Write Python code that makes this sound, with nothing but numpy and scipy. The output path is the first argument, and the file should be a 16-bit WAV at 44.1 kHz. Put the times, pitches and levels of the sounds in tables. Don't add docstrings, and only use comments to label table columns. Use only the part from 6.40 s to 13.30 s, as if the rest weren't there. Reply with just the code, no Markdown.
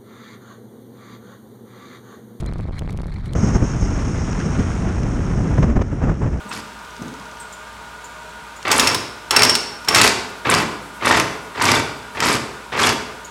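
import sys
import numpy as np
from scipy import signal
from scipy.fft import rfft, irfft
from scipy.io import wavfile
from scipy.ndimage import uniform_filter1d

SR = 44100
rng = np.random.default_rng(int(sys.argv[2]) if len(sys.argv) > 2 else 0)


def output_pcm(signal):
    pcm = np.clip(np.atleast_2d(signal).T, -1, 1) * 32767
    wavfile.write(sys.argv[1], SR, np.round(pcm).astype(np.int16))


N = 304290
T = np.arange(N) / SR

# start/s, slack/s, time to crest/s, length/s, slack force/dB,
# crest force/dB, weight of the thumps/dB, hardness of the contacts/dB
LOOM_STROKES = [ (0.11, 0.012, 0.011, 0.092, -29, -31, -7.5, 0.5),
                (2.253, 0.052, 0.16, 0.3, -17.5, -16.5, -8.5, -5),
                (2.912, 0.047, 0.089, 0.21, -18, -14.5, -13.5, -11),
                (3.478, 0.084, 0.17, 0.22, -16, -12.5, -8, 1),
                (4.051, 0.06, 0.07, 0.18, -14.5, -14, -6.5, -7),
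                (4.612, 0.041, 0.15, 0.21, -21.5, -13.5, -7, -6.5),
                (5.151, 0.06, 0.16, 0.25, -24, -15, -6, -3),
                (5.749, 0.075, 0.13, 0.22, -24, -15.5, -6.5, -1.5),
                (6.321, 0.069, 0.16, 0.21, -20.5, -15.5, -8.5, -2), ]
TAKE_UP_S = 0.022
# t/s, crack level/dB, ring level/dB
PAWL_DROPS = [(2.3153, -3, -18), (2.396, -2, -22), (2.4721, -6, -15), (2.5456, -9, -26),
              (2.9083, -6.5, -17.5), (2.9633, -3, -12), (3.032, -3, -12), (3.0954, -8.5, -12),
              (3.1517, -7.5, -16.5), (3.4466, -30, -42), (3.485, -7, -16), (3.5468, -2, -15)]
# t/s, level/dB
IRON_CLACKS = [(0.164, -25), (2.228, -24), (2.281, -15), (2.3282, -4), (2.9933, -1.5), (3.021, 1.5),
               (3.0497, 1.5), (3.559, -1), (3.6143, 6), (3.6767, -0.5), (4.1402, -3), (4.148, -5.5),
               (4.799, -3), (5.3167, -1), (5.8039, -6.5), (6.47, -3)]
# t/s, level/dB, ring f/Hz
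WOOD_KNOCKS = [(0.114, -16.5, 2600), (3.585, -1.5, 2600), (4.123, -0.5, 2280), (4.709, 1.5, 1840),
               (5.288, 0, 2330), (5.357, -6, 3520), (5.772, -24, 2000), (6.437, -2, 3360)]
# t/s, level/dB
WIRE_TICKS = [(2.3629, -13), (2.38, -5), (4.1001, -4.5), (4.659, -15), (5.2237, -13), (5.243, -18),
              (5.9284, -12)]
# t/s, level/dB, f/Hz
METAL_PINGS = [(0.088, -25, 8250), (0.9971, -22.5, 8250), (1.0091, -27, 7490), (1.1233, -23.5, 7150),
               (1.6412, -23.5, 7040), (1.8894, -34, 7510), (2.16, -26.5, 6980), (6.8446, -21, 6770)]
# t/s, level/dB, f/Hz
FRAME_BUMPS = [(0.052, -17, 207), (0.124, -21, 201), (0.174, -19, 215), (0.592, -20.5, 235),
               (0.614, -10, 177), (0.659, -17.5, 260), (0.707, -24, 229)]

# f/Hz, level/dB, t60/s
FRAME_MODES = [(118, -8, 0.33), (248.4, -4.5, 0.14), (420.2, 6.5, 0.093), (606, -5.5, 0.15),
               (851, 5, 0.056), (1026, -3.5, 0.18), (1180, 5, 0.025), (1341, 4.5, 0.051),
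               (1545, 1.5, 0.065), (1920, -15, 0.071), (2085, 3, 0.073), (2280, 3.5, 0.1), (2620, 2, 0.065)]
# f/Hz, level/dB, t60/s
PAWL_RING_MODES = [(2663, -12, 0.067), (4830, -8, 0.04), (5350, -12, 0.14), (5480, -5.5, 0.073),
                   (6700, -25, .12), (8330, -13, 0.069), (9360, -19.5, 0.2)]
# f/Hz, level/dB
THUMP_COLOUR = [(30, -40), (60, -11), (85, -6), (115, 2), (160, -6.5), (250, -1.5), (400, -8.5), (800, -46)]
# f/Hz, level/dB
BAR_COLOUR = [(120, -14), (260, -10.5), (380, 1.5), (560, -6), (1000, 4), (1500, -1), (2400, -4),
              (3300, -8.5), (5000, -15.5), (12000, -72)]
# f/Hz, level/dB
FITTING_COLOUR = [(1200, -14), (2800, -3), (3900, -1.5), (5100, 1.5), (6300, -5), (8000, -5), (10000, -21),
                  (12000, -24), (13500, -30), (16000, -39)]
# f/Hz, level/dB
TOOTH_COLOUR = [(200, -17), (1000, 1), (2600, 5.5), (3700, 4.5), (5200, 5), (7000, 0.5), (10000, -3),
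                (13000, -12.5), (16000, -16)]
# f/Hz, level/dB
KNOCK_COLOUR = [(100, -8), (300, -2.5), (600, -2.5), (1300, 10.5), (2400, -11), (3700, 1.5), (5500, -33),
                (12000, -41)]
# f/Hz, level/dB
CLACK_COLOUR = [(200, -33), (1000, -3), (2600, 4.5), (3700, -5.5), (5200, 3), (7000, -4.5), (9000, -7),
                (12000, -13), (16000, -35)]

# f/Hz, level/dB
HALL_COLOUR = [(50, -7), (300, 3.5), (1200, -3.5), (4000, -3), (8000, -2), (12000, -6), (16000, -4.5)]
# f/Hz, t60/s
HALL_DECAY = [(100, 0.95), (260, 0.75), (700, 0.84), (1840, 0.74), (4850, 0.67), (12000, 0.47)]
# f/Hz, level/dB
HUM_LINES = [(59.2, -51), (441.4, -57.5), (619.1, -55.5), (823.6, -60.5), (942.1, -52), (1087, -55.5),
             (1200, -52), (1443, -48.5), (1599, -56.5), (1733, -64), (2202, -61.5), (2439, -62)]
# f/Hz, width/Hz, level/dB
WHINE_BANDS = [(424, 31, -57), (953, 106, -45.5), (1225, 51, -49), (1449, 170, -44.5)]
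# f/Hz, level/dB
AIR_COLOUR = [(20, 0), (45, 6), (90, 1.5), (200, 6), (330, -0.5), (700, 4), (1150, -2), (1800, 0.5),
              (3500, -3), (5000, -8.5), (8000, -10.5), (12000, -20), (16000, -26)]


def clatter(wood_db=-3, frame_db=-9, thump_db=-6, rattle_db=-6):
    blows = contacts(per_s=380, scatter_db=4) * stroke_gain()
    heavy = contacts(per_s=150, scatter_db=5.5) * stroke_gain(thump=True)
    light = contacts(per_s=520, scatter_db=2.5) * stroke_gain(hard=True)
    bars = undb(wood_db) * loose_parts(blows, BAR_COLOUR, t60=0.063, rise_s=0.00012, count=10)
    frame = undb(frame_db) * convolve(blows, unit(ring(FRAME_MODES)))
    thumps = undb(thump_db) * loose_parts(heavy, THUMP_COLOUR, t60=0.068, rise_s=0.0034, count=10)
    fittings = undb(rattle_db) * loose_parts(light, FITTING_COLOUR, t60=0.018, rise_s=0.00023, count=6)
    return bars + frame + thumps + fittings


def stroke_gain(thump=False, hard=False, edge_s=0.0062):
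    gain = np.zeros(N)
    for start, slack, crest, length, slack_db, crest_db, thump_db, hard_db in LOOM_STROKES:
        t = T - start
        stages = np.maximum.accumulate([0, slack - TAKE_UP_S, slack, crest, length])
        db = np.interp(t, stages, [slack_db - 3.5, slack_db, crest_db - 1.5, crest_db, crest_db - 7])
        if thump:
            db += thump_db + np.interp(t, stages[3:], [0, 5])
        if hard:
            db += hard_db + np.interp(t, stages[1:3], [-11, 0])
        gate = np.clip(np.minimum(t, length - t) / edge_s + 1, 0, 1)
        gain += gate * undb(db)
    return gain


def contacts(per_s, scatter_db):
    struck = rng.random(N) < per_s / SR
    hits = struck * undb(scatter_db * rng.standard_normal(N)) * rng.choice([-1, 1], N)
    power = uniform_filter1d(hits ** 2, size=1500)
    return hits / np.sqrt(np.abs(power) + 1e-9)


def loose_parts(hits, colour, t60, rise_s, count):
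    part = rng.integers(0, count, N)
    return sum(convolve(hits * (part == k), unit(burst(colour, t60, rise_s))) for k in range(count))


def knocks(level_db=-10, tone_db=-7, t60=0.053, ring_t60=0.036):
    out = np.zeros(N)
    for s, db, hz in WOOD_KNOCKS + stroke_knocks():
        add(out, s, undb(db + level_db) * burst(KNOCK_COLOUR, t60, rise_s=0.00053))
        add(out, s, ring([(hz, db + tone_db, ring_t60)], size=8192))
    return out


def stroke_knocks(bar_hz=1842, spread=0.168, start_db=3.5, take_up_db=7):
    hits = []
    for start, slack, _, _, slack_db, crest_db, *_ in LOOM_STROKES:
        first_hz, second_hz = bar_hz * (1 + spread * rng.uniform(-0.95, 1, size=2))
        hits.append((start, slack_db + start_db, first_hz))
        hits.append((start + slack, crest_db + take_up_db, second_hz))
    return hits


def clacks(level_db=-5, t60=0.021):
    out = np.zeros(N)
    for s, db in IRON_CLACKS + stray_hits(over_db=10, count=3):
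        add(out, s, undb(db + level_db) * burst(CLACK_COLOUR, t60, rise_s=0.0001))
    return out


def stray_hits(over_db, count, scatter_db=4):
    shake = stroke_gain(hard=True)
    hits = []
    for start, slack, _, length, *_ in LOOM_STROKES:
        times = start + slack + (length - slack) * (np.arange(count) + rng.random(count)) / count
        db = 20 * np.log10(np.interp(times, T, shake) + 1e-9)
        hits += zip(times, db + over_db + scatter_db * rng.uniform(-1.2, 1, count))
    return hits


def pawl(crack_db=-5, ring_db=5.5, clink_hz=5440, clink_t60=0.084, chatter_s=0.0026, t60=0.044):
    out = np.zeros(N)
    contact = np.minimum(fade(t60) * np.exp(np.log(1000) * chatter_s / t60), 1)
    clink = [(clink_hz - 350, -45), (clink_hz - 90, -3), (clink_hz, 0),
             (clink_hz + 90, -3), (clink_hz + 350, -45)]
    for s, db, tone_db in PAWL_DROPS:
        add(out, s, undb(db + crack_db) * contact * noise(TOOTH_COLOUR, size=8192))
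        add(out, s, undb(tone_db) * burst(clink, clink_t60))
        add(out, s, undb(tone_db + ring_db) * ring(PAWL_RING_MODES))
    return out


def ticks(level_db=-2, low_hz=7000, high_hz=11500, sweep_s=0.00174, buzz_db=-11, t60=0.042):
    out = np.zeros(N)
    progress = np.clip(T[:8192] / sweep_s, 0, 1)
    hz = low_hz + (high_hz - low_hz) * progress
    chirp = np.sin(np.pi * progress) * np.sin(2 * np.pi * np.cumsum(hz) / SR)
    for s, db in WIRE_TICKS + stray_hits(over_db=1.5, count=4):
        buzz = burst([(4000, -23), (7500, 10), (10000, 1), (11500, -2), (13500, -16)], t60)
        add(out, s, undb(db + level_db) * (chirp + undb(buzz_db) * buzz))
    return out


def heddles(jingle_db=-20, eye_hz=11800, rustle_db=-54, settle_t60=14):
    eyes = [(7000, -30), (9700, -10), (eye_hz, 0), (1.09 * eye_hz, -18), (15000, -44)]
    touches = contacts(per_s=60, scatter_db=6) * stroke_gain(hard=True)
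    jingle = loose_parts(touches, eyes, t60=0.024, rise_s=0.00058, count=3)
    settling = convolve(stroke_gain(), fade(settle_t60, size=65536))
    threads = noise([(3000, -22), (6000, -11), (8000, -1), (11000, -2), (16000, -16)])
    threads *= undb(2.7 * walk(40))
    return undb(jingle_db) * jingle + undb(rustle_db) * threads * settling / settling.max()


def bumps(note_db=-2, body_db=8, t60=0.12, note_t60=0.06, rise_s=0.007):
    out = np.zeros(N)
    push = 1 - fade(np.log(1000) * rise_s)
    for s, db, hz in FRAME_BUMPS:
        body = [(40, -22), (hz / 2, -8), (hz, 0), (2 * hz, -8),
                (520, -8), (750, -17), (1500, -28), (5000, -42)]
        add(out, s, undb(db + body_db) * unit(burst(body, t60, rise_s)))
        add(out, s, push * ring([(hz, db + note_db, note_t60)], size=8192))
    return out


def pings(level_db=-7, t60=0.079, skirt_hz=520):
    out = np.zeros(N)
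    for s, db, hz in METAL_PINGS:
        cluster = [(3000, -32), (hz - skirt_hz, -19), (hz, 0), (hz + skirt_hz, -16),
                   (12000, -34), (14300, -26), (16000, -36)]
        add(out, s, undb(db + level_db) * burst(cluster, t60, rise_s=0.0053))
    return out


def catch(start_s=0.274, gap_s=0.0581, teeth=14, middle_db=-33.5, ends_db=-10, t60=0.023):
    out = np.zeros(N)
    spring = [(2000, -19), (3200, -9), (4200, -16), (5000, -9),
              (5500, -11), (6100, -3.5), (6800, -14), (14000, -31)]
    for tooth, off_middle in enumerate(np.abs(np.linspace(-1, 1, teeth))):
        add(out, start_s + tooth * gap_s, undb(middle_db + ends_db * off_middle) * burst(spring, t60))
    return out


def hall(x, tail_db=-6.5, early_db=-10, early_t60=0.057, build_s=0.016, size=49152):
    hz = np.fft.rfftfreq(size, 1 / SR)
    spectrum = rfft(noise(HALL_COLOUR, size))
    centres, t60s = np.transpose(HALL_DECAY)
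    tail = np.zeros(size)
    for weights, t60 in zip(np.eye(len(t60s)), t60s):
        band = curve_at(np.c_[centres, weights], hz)
        tail += irfft(spectrum * band, size) * fade(t60, size)
    early = noise([(200, -4.5), (1500, 1.5), (5000, -1), (16000, -15.5)], size) * fade(early_t60, size)
    response = undb(tail_db) * unit(tail) + undb(early_db) * unit(early)
    return convolve(x, response * np.clip(T[:size] / build_s, 0, 1))


def motor(air_db=-41.5, waver_hz=1.18, flutter_db=3.5):
    out = undb(air_db) * noise(AIR_COLOUR)
    for hz, db in HUM_LINES:
        unsteady = min(hz / 500, 1)
        phase = 2 * np.pi * np.cumsum(hz + waver_hz * unsteady * walk(12)) / SR
        out += undb(db + flutter_db * unsteady * walk(17)) * np.sqrt(2) * np.sin(phase)
    for hz, width, db in WHINE_BANDS:
        skirt = [(hz / 2, -70), (hz - width, -14), (hz - width / 2, -2), (hz, 0),
                 (hz + width / 2, -2), (hz + width, -16), (2 * hz, -70)]
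        out += undb(db) * noise(skirt)
    return out


def burst(colour, t60, rise_s=0.00012):
    return noise(colour, size=8192) * fade(t60) * (1 - fade(np.log(1000) * rise_s))


def ring(modes, size=32768):
    return sum(rng.choice([-1, 1]) * undb(db) * fade(t60, size) * np.sin(2 * np.pi * hz * T[:size])
               for hz, db, t60 in modes)


def noise(colour, size=N):
    gains = undb(curve_at(colour, np.fft.rfftfreq(size, 1 / SR)))
    return unit(irfft(rfft(rng.standard_normal(size)) * gains, size)) * np.sqrt(size)


def curve_at(points, hz):
    f, value = np.transpose(points)
    return np.interp(np.log(hz + 1e-9), np.log(f), value)


def fade(t60, size=8192):
    return np.exp(-np.log(1000) * T[:size] / t60)


def walk(per_s):
    return 1.2 * np.interp(T * per_s, np.arange(1024), rng.standard_normal(1024))


def undb(db):
    return 10 ** (np.asarray(db) / 20)


def unit(x):
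    return x / np.sqrt(np.sum(x ** 2))


def convolve(x, response):
    return signal.oaconvolve(x, response)[:N]


def add(out, s, sound):
    i = max(int(s * SR), 0)
    out[i:i + len(sound)] += sound[:max(N - i, 0)]


def scene():
    loom = clatter() + heddles() + pawl() + clacks() + knocks() + ticks() + catch() + pings() + bumps()
    return (loom + hall(loom) + motor())[None]


def record(dry, low_cut_hz=52, top_hz=15900):
    thinned = signal.sosfilt(signal.butter(4, low_cut_hz, "highpass", fs=SR, output="sos"), dry)
    rounded = thinned / (1 + thinned ** 8) ** (1 / 8)
    return signal.sosfilt(signal.ellip(10, 0.1, 70, top_hz, fs=SR, output="sos"), rounded)


dry = scene()
out = record(dry)
output_pcm(out)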